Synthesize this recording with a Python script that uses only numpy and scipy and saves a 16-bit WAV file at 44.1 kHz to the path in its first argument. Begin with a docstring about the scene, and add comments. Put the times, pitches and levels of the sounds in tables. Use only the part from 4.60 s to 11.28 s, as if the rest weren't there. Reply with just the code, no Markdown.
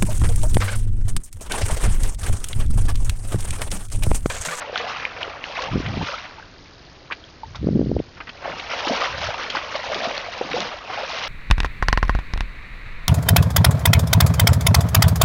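"""In a shallow stream, a horse swishes its muzzle, drips, then wades round with splashing steps.
Each splash is trapped air ringing as bubbles, plus spray falling back: big bubbles ring low, small
ones high. The bank gives a short echo and the stream rushes softly behind. A light breeze rumbles
all the time, and short gusts of wind buffet the microphone."""
import sys
import numpy as np
from scipy import signal
from scipy.fft import rfft, irfft, next_fast_len
from scipy.io import wavfile
from scipy.ndimage import map_coordinates

SR = 44100
rng = np.random.default_rng(int(sys.argv[2]) if len(sys.argv) > 2 else 0)


def log_audio(samples):
    """Write samples as a 16-bit WAV file to the path given in sys.argv[1]."""
    # one column per channel
    frames = np.atleast_2d(samples).T
    # limit to full scale, then quantise
    limited = np.clip(frames, -1, 1)
    pcm = np.round(limited * 32767).astype(np.int16)
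    wavfile.write(sys.argv[1], SR, pcm)


N = 294588
TIME = np.arange(N) / SR

# Tone of the rushing stream, from bass to treble: pitch_hz, relative_db
STREAM_TONE = [(15, -29), (25, -8.5), (60, -3), (90, -4), (170, -16), (300, -9.5), (500, -14.5), (880, -19),
               (1700, -20.5), (2600, -23), (4800, -22), (6700, -33), (7600, -52.5)]
# Tone of splashing water: pitch_hz, relative_db
SPLASH_TONE = [(71, -37), (120, -18.5), (232, -8.5), (370, -12), (456, 0.5), (542, 1.5), (740, 1.5),
               (896, -1.5), (1200, -5), (1700, -9.5), (1920, -9), (2810, -8.5), (5620, -18), (6460, -26.5),
               (7550, -39), (9820, -86.5), (16600, -120)]
# Strokes through the water, by the muzzle until 1.6 s, then by the legs:
# start_s, rise_s, hold_s, level_db, gurgle_offset_db, spray_offset_db
WATER_STROKES = [(0, .02, 0.009, -34.5, 0, -11.5), (0.163, 0.021, 0.026, -31, -0.5, -6),
                 (0.225, 0.04, 0.22, -33, -5.5, -11), (0.614, 0.07, 0.012, -34.5, -0.5, -10.5),
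                 (0.73, 0.018, 0.034, -40.5, -5.5, -15.5), (0.844, 0.014, 0.15, -40, -1, -4),
                 (0.993, 0.043, .03, -31.5, -1.5, -8.5), (1.166, 0.035, 0.27, -37.5, -3, -6),
                 (1.466, .04, 0.044, -33, -9, -5), (3.868, 0.07, 0.037, -35, 0.5, -11),
                 (3.992, 0.083, 0.027, -38.5, -19, -3.5), (4.116, 0.036, 0.1, -29.5, -2.5, -6),
                 (4.278, 0.025, 0.07, -30, 1.5, -2), (4.397, 0.041, 0.062, -28.5, -5, -7),
                 (4.589, 0.024, 0.066, -30.5, -4, -4.5), (4.791, 0.028, 0.064, -31.5, -1, -7.5),
                 (4.952, 0.026, 0.022, -32.5, -2, -6), (5.128, 0.042, 0.031, -33.5, -2.5, -5),
                 (5.3, 0.076, 0.19, -32, 1, -4.5), (5.543, 0.025, 0.027, -33, -26, -5),
                 (5.731, 0.049, 0.17, -37.5, -1, -3.5), (5.958, 0.045, 0.051, -31.5, 0, -4.5),
                 (6.068, 0.027, .02, -36.5, -8, -10.5), (6.339, 0.07, .06, -32.5, -1, -7.5),
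                 (6.502, 0.061, 0.26, -32, -4.5, -4.5)]
# Single large bubbles: start_s, peak_db, pitch_hz, life_cycles
BIG_BUBBLES = [(0.096, -21.5, 553, 7.7), (.128, -22.5, 520, 11), (0.159, -13, 1410, 15),
               (.243, -23.5, 680, 24), (0.4524, -9, 2270, 9.9), (.630, -14, 2960, 22),
               (.677, -26.5, 430, 12), (.989, -18.5, 976, 25), (1.413, -20, 884, 24),
               (1.487, -16.5, 1400, 13), (1.54, -19.5, 1290, 35), (1.782, -33, 886, 51),
               (1.826, -32, 1540, 26), (2.502, -27, 1085, 20), (2.640, -32, 3200, 40),
               (2.833, -23.5, 878, 37), (3.855, -23, 647, 17), (3.878, -18.5, 600, 10),
               (4.319, -14.5, 570, 9), (4.330, -17, 732, 18), (4.419, -15, 1186, 48),
               (4.687, -19.5, 620, 17), (4.742, -22.5, 915, 21), (4.952, -13, 1005, 7.5),
               (5.153, -17, 607, 13.5), (5.685, -23.5, 677, 21), (5.940, -16.5, 485, 29),
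               (5.966, -14.5, 780, 12), (6.298, -26, 746, 36), (6.431, -23.5, 541, 38)]
# Water smacking on water: start_s, peak_db, pitch_hz, fade_s (time to fall by 60 dB)
WATER_SLAPS = [(0.157, -14, 2660, 0.0075), (0.176, -14.5, 2600, 0.013), (0.451, -16.5, 2230, 0.013),
               (0.631, -19.5, 2770, 0.012), (0.8403, -15, 1980, 0.0045), (1.019, -19.5, 3740, 0.028),
               (1.2608, -18.5, 2040, 0.022), (1.795, -30.5, 1370, 0.048), (2.509, -19, 1490, 0.058),
               (2.5207, -16.5, 2355, 0.038), (2.946, -27.5, 1183, 0.071), (2.9538, -25.5, 3694, .044),
               (3.388, -31, 2100, 0.033), (3.568, -32, 1440, 0.09), (3.602, -23, 1550, 0.051),
               (3.67, -27.5, 1905, 0.071), (3.691, -22.5, 2530, 0.03), (3.841, -23, 1095, 0.081),
               (3.9954, -17.5, 2750, 0.031), (4.273, -14.5, 1030, .025), (4.4057, -19, 1920, .055),
               (4.899, -14.5, 3200, .036), (4.9681, -13, 1380, .026), (5.1441, -20, 1500, 0.017),
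               (5.344, -15.5, 3270, 0.019), (5.578, -15, 3260, 0.0086), (5.912, -18.5, 2320, 0.036),
               (5.932, -14, 2280, 0.011), (6.004, -9.5, 3980, 0.0047), (6.299, -21, 1180, 0.034)]
# Puffs of wind on the microphone: start_s, hold_s, strength_db
WIND_GUSTS = [(1.155, 0.049, -22), (1.256, 0.055, -27.5), (1.367, .06, -23), (2.885, .025, -41),
              (3.057, 0.049, -19.5), (3.142, 0.129, -21), (3.297, 0.096, -24), (4.53, 0.17, -39.5)]
# Tone of the wind's rough buffeting: pitch_hz, relative_db
BUFFET_TONE = [(20, -26), (45, -16), (80, -9), (160, -1.5), (280, -4), (450, -14), (800, -42), (1600, -63),
               (4000, -120)]
# The hardest eddies (small swirls of air): time_s, strength_db, pitch_hz
HARD_EDDIES = [(1.179, -11, 202), (3.072, -3, 300), (3.089, -2, 324), (3.157, -12.5, 313),
               (3.195, -4.5, 306), (3.215, -4, 340), (3.317, -4, 373), (3.367, -2.5, 378), (3.402, -5, 330)]
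# Legs dragged deep under the surface: start_s, hold_s, level_db
LEG_DRAGS = [(3.9, .03, -41.5), (4.28, 0.053, -37.5), (5.362, 0.15, -46), (5.86, 0.18, -39)]
# Hooves plunging in, each leaving a pocket of air: start_s, peak_db, pitch_hz
HOOF_PLUNGES = [(4.271, -21, 318), (4.307, -17, 257), (4.944, -33, 257), (5.359, -21.5, 390),
                (5.472, -25.5, 245), (5.812, -12, 475)]

TOP_HZ = 7700  # the highest pitch the recorder keeps


def amp(db):
    """Turn decibels into a number to multiply by."""
    return 10 ** (np.asarray(db) / 20)


def unit(x):
    """Scale x to an average (rms) level of 1."""
    return x / np.sqrt(np.mean(x ** 2) + 1e-20)


def peak_one(x):
    """Scale x so its highest peak is 1."""
    return x / np.abs(x).max()


def filtered(x, response):
    """Turn each pitch in x up or down by response(hz)."""
    size = next_fast_len(len(x) + 8192)
    return irfft(rfft(x, size) * response(np.fft.rfftfreq(size, 1 / SR)), size)[:len(x)]


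def colour(x, tone):
    """Shape x with a tone table, at average level 1."""
    pitches, db = np.transpose(tone)
    return unit(filtered(x, lambda hz: amp(np.interp(np.log(hz + 1), np.log(pitches), db))))


def band(x, lo_hz, hi_hz):
    """Keep the part of x between two soft pitch edges, at average level 1."""
    return unit(filtered(x, lambda hz: ((1 + (lo_hz / (hz + 1)) ** 8) * (1 + (hz / hi_hz) ** 8)) ** -.5))


def wobble(rate):
    """A smooth curve through `rate` random points a second."""
    return map_coordinates(rng.standard_normal(int(N * rate / SR) + 4), [TIME * rate])


def add(track, start_s, sound):
    """Mix a sound into the track at a given time."""
    start = max(round(start_s * SR), 0)
    track[start:start + len(sound)] += sound[:max(N - start, 0)]


def swells(starts, holds, dbs, rise_s, fall_s):
    """A loudness curve for events that build up to their start time, hold, then die away."""
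    t = TIME[::32, None]
    fade = np.maximum(starts - t, 0) / rise_s + np.maximum(t - starts - holds, 0) / fall_s
    return np.interp(TIME, t[:, 0], np.linalg.norm(amp(dbs) * np.exp(-fade), axis=1))


def noise_burst(t, rise_s, fade_s):
    """A puff of noise that falls by 60 dB in fade_s."""
    return rng.standard_normal(len(t)) * np.exp(-np.log(1000) * t / fade_s) * (1 - np.exp(-t / rise_s))


def bubble(t, hz, cycles, rise, onset_cycles):
    """A pocket of air rings for some cycles, its pitch rising as it nears the surface."""
    age = hz * t / cycles
    note = np.sin(2 * np.pi * hz * t * (1 + rise * age / 2))
    return note * np.exp(-np.log(1000) * age) * (1 - np.exp(-hz * t / onset_cycles))


def swarm(per_s, lo_hz, hi_hz, cycles, spread_db, rise, samples):
    """Many bubbles of random pitch, life and strength, at average level 1."""
    when, pitch, life, strength = rng.random((int(per_s * N / SR), 4)).T[:, :, None]
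    hz = lo_hz * (hi_hz / lo_hz) ** pitch
    # small bubbles die sooner, so they are struck harder to keep all pitches even
    gain = hz * amp(-spread_db * np.log(1 - .97 * strength))
    t = np.arange(samples) / SR
    rings = gain * bubble(t, hz, cycles * 2 ** (2 * life - 1), rise, onset_cycles=0.55)
    where = (when * N).astype(int) + np.arange(samples)
    return unit(np.bincount(where.ravel(), rings.ravel(), N)[:N])


def stream(level_db=-46.44):
    """The current rushes steadily, with tiny bubbles bursting in the foam."""
    fizz = swarm(per_s=1100, lo_hz=493, hi_hz=6300, cycles=14, spread_db=-2.5, rise=0.13, samples=1000)
    rush = colour(rng.standard_normal(N) + amp(-6) * fizz, STREAM_TONE)
    return rush * amp(level_db + 0.37 * wobble(4))


def breeze(level_db=-53.5):
    """Light air keeps up a faint, uneven rumble."""
    unrest = amp(1.2 * wobble(7))
    return band(rng.standard_normal(N), 16, 170) * unrest * amp(level_db)


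def splashes(settle_s=0.14, spray_settle_s=0.11):
    """Each stroke stirs the foamy water: big bubbles gurgle, small ones splash and spray patters."""
    foam = lambda db: amp(db) * rng.standard_normal(N)
    big = swarm(per_s=520, lo_hz=244.6, hi_hz=1237, cycles=18, spread_db=0, rise=0.14, samples=2600)
    small = swarm(per_s=1000, lo_hz=879, hi_hz=3730, cycles=20.5, spread_db=0.5, rise=0.13, samples=1400)
    drops = swarm(per_s=1800, lo_hz=2500, hi_hz=7360, cycles=20, spread_db=1, rise=0.044, samples=260)
    glugs = swarm(per_s=39, lo_hz=495, hi_hz=1065, cycles=17, spread_db=3, rise=0.11, samples=2600)
    # thrown water lands in clumps, each making bubbles of every size
    clumps = 1.07 * wobble(70)
    gurgle = band(colour(big + amp(-3.5) * glugs + foam(0.7), SPLASH_TONE), 400, 1000)
    gurgle *= amp(-0.26 + 0.7 * clumps + 0.9 * wobble(30))
    splash = band(colour(small + foam(-1.5), SPLASH_TONE), 1093, 2700)
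    splash *= amp(0.23 + 1.5 * clumps)
    spray = band(colour(drops + foam(-0.85), SPLASH_TONE), 2960, 9000)
    spray *= amp(1.35 + 1.4 * clumps + 1.0 * wobble(60))
    slosh = band(foam(0), 180, 420) * amp(-16.5)
    starts, rises, holds, level_db, gurgle_db, spray_db = np.transpose(WATER_STROKES)
    return (splash * swells(starts, holds, level_db, rises, settle_s)
            + (gurgle + slosh) * swells(starts, holds, level_db + gurgle_db, rises, settle_s)
            + spray * swells(starts, holds, level_db + spray_db, rises, spray_settle_s))


def bank_echo(water):
    """The earth bank and the moving ripples scatter a short echo that keeps changing."""
    out, t, hop = np.zeros(N), np.arange(SR // 5) / SR, SR // 8
    for start in range(0, N, hop):
        tail = noise_burst(t, rise_s=0.0031, fade_s=0.1)
        add(out, start / SR, signal.fftconvolve(water[start:start + hop], tail / np.linalg.norm(tail)))
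    return out


def plops():
    """The largest bubbles stand out as short rising notes."""
    out, t = np.zeros(N), np.arange(SR // 10) / SR
    for start_s, db, hz, cycles in BIG_BUBBLES:
        ring = bubble(t, hz, cycles, rise=0.081, onset_cycles=1.3)
        add(out, start_s, amp(db) * peak_one(ring))
    return out


def slaps(drop_offset_db=-5.5, drop_spread_octaves=0.27):
    """Falling water hits the surface: a smack, a dull thud, a ringing bubble and four flung drops."""
    out, t = np.zeros(N), np.arange(SR // 8) / SR
    for start_s, db, hz, fade_s in WATER_SLAPS:
        burst = noise_burst(t, .07 * fade_s, fade_s)
        # favour a broad range around the slap's pitch, then trim the treble
        smack = signal.lfilter(*signal.iirpeak(hz, Q=0.86, fs=SR), burst)
        smack = signal.lfilter(*signal.butter(4, min(1.27 * hz + 700, TOP_HZ), fs=SR), smack)
        thud = signal.lfilter(*signal.butter(2, [200, 900], "band", fs=SR), burst)
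        ring = bubble(t, hz, 0.95 * hz * fade_s, rise=0.047, onset_cycles=7.1)
        slap = peak_one(smack) + amp(-17) * peak_one(thud) + amp(-5) * ring
        add(out, start_s, amp(db) * peak_one(slap))
        for flight, pitch, size in rng.random(size=(4, 3)):
            drop_hz = hz * 2 ** (drop_spread_octaves * (2 * pitch - 1))
            drop = bubble(t, drop_hz, cycles=20, rise=0.11, onset_cycles=0.89)
            landing_s = start_s + 0.36 * fade_s * flight
            add(out, landing_s, amp(db + drop_offset_db) * size * drop)
    return out


def gusts():
    """Gusts rumble on the microphone's opening and carry eddies past it."""
    strength = swells(*np.transpose(WIND_GUSTS), rise_s=0.037, fall_s=0.013)
    # faster air sheds smaller eddies, so a strong gust is brighter than a weak one
    speed = np.clip(strength / amp(-21.5), 0, 1)
    deep = band(rng.standard_normal(N), 48, 130) * np.sqrt(1.1 - .85 * speed ** 2)
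    swirls = swarm(per_s=170, lo_hz=92, hi_hz=427, cycles=1.06, spread_db=0, rise=0, samples=2000)
    rough = colour(swirls + amp(1.5) * rng.standard_normal(N), BUFFET_TONE)
    rumble = (deep + speed * rough) * strength * amp(-1.0 + 1.4 * wobble(45))
    return rumble + eddy_thumps(strength, speed)


def eddy_thumps(strength, speed, per_s=30, full_gust_hz=279):
    """Each passing eddy makes the air pressure dip and spring back, heard as a thump."""
    eddies = [(time_s, amp(db), hz) for time_s, db, hz in HARD_EDDIES]
    # lesser eddies come at a loosely even rate and grow with the gust that carries them
    for k, (late, scatter) in enumerate(rng.random((int(per_s * N / SR), 2))):
        time_s = (k + late) / per_s
        i = min(int(time_s * SR), N - 1)
        eddies.append((time_s, strength[i] * amp(7.5 + 4 * scatter), full_gust_hz * np.sqrt(speed[i])))
    out = np.zeros(N)
    t = np.arange(SR // 25) / SR - 0.02  # zero at the middle of the pulse
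    for (time_s, gain, hz), lean in zip(eddies, rng.uniform(-0.69, 1, len(eddies))):
        position = 2 * np.pi * hz * t / 3
        pulse = -np.real(np.exp(1j * lean) / (1 - 1j * position) ** 4)  # a smooth, lopsided dip
        add(out, time_s + t[0], gain * pulse)
    return filtered(out, lambda hz: 0.037 + 0.76 / np.sqrt(1 + (hz / 560) ** 4))  # softer and duller


def churn():
    """Wading legs drag big, slow pockets of air under the surface."""
    pockets = swarm(per_s=140, lo_hz=120, hi_hz=400, cycles=8, spread_db=1.5, rise=.15, samples=4000)
    body = band(pockets + amp(-5.5) * rng.standard_normal(N), 150, 350)
    return body * swells(*np.transpose(LEG_DRAGS), rise_s=0.015, fall_s=0.035)


def plunges():
    """A hoof opens an air pocket that rings low and pinches off a smaller one."""
    out, t = np.zeros(N), np.arange(SR // 8) / SR
    for start_s, db, hz in HOOF_PLUNGES:
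        pocket = bubble(t, hz, cycles=7.6, rise=0.13, onset_cycles=0.97)
        smaller = bubble(t, 1.54 * hz, cycles=10.8, rise=0.14, onset_cycles=1.6)
        add(out, start_s, amp(db) * peak_one(pocket + 0.69 * smaller))
    return out


def scene():
    """Mix the horse's water sounds, their echo, the stream and the wind into one channel."""
    water = splashes() + plops() + slaps() + plunges() + churn()
    return (water + amp(-14) * bank_echo(water) + stream() + gusts() + breeze())[None]


def record(dry):
    """The recorder rounds off the highest peaks, softens the treble and keeps nothing above TOP_HZ."""
    rounded = dry[0] / (1 + np.abs(dry[0] / .5) ** 6) ** (1 / 6)
    return filtered(rounded, lambda hz: (hz < TOP_HZ) / np.sqrt(1 + (hz / 6950) ** 36))[None]


dry = scene()
out = record(dry)
log_audio(out)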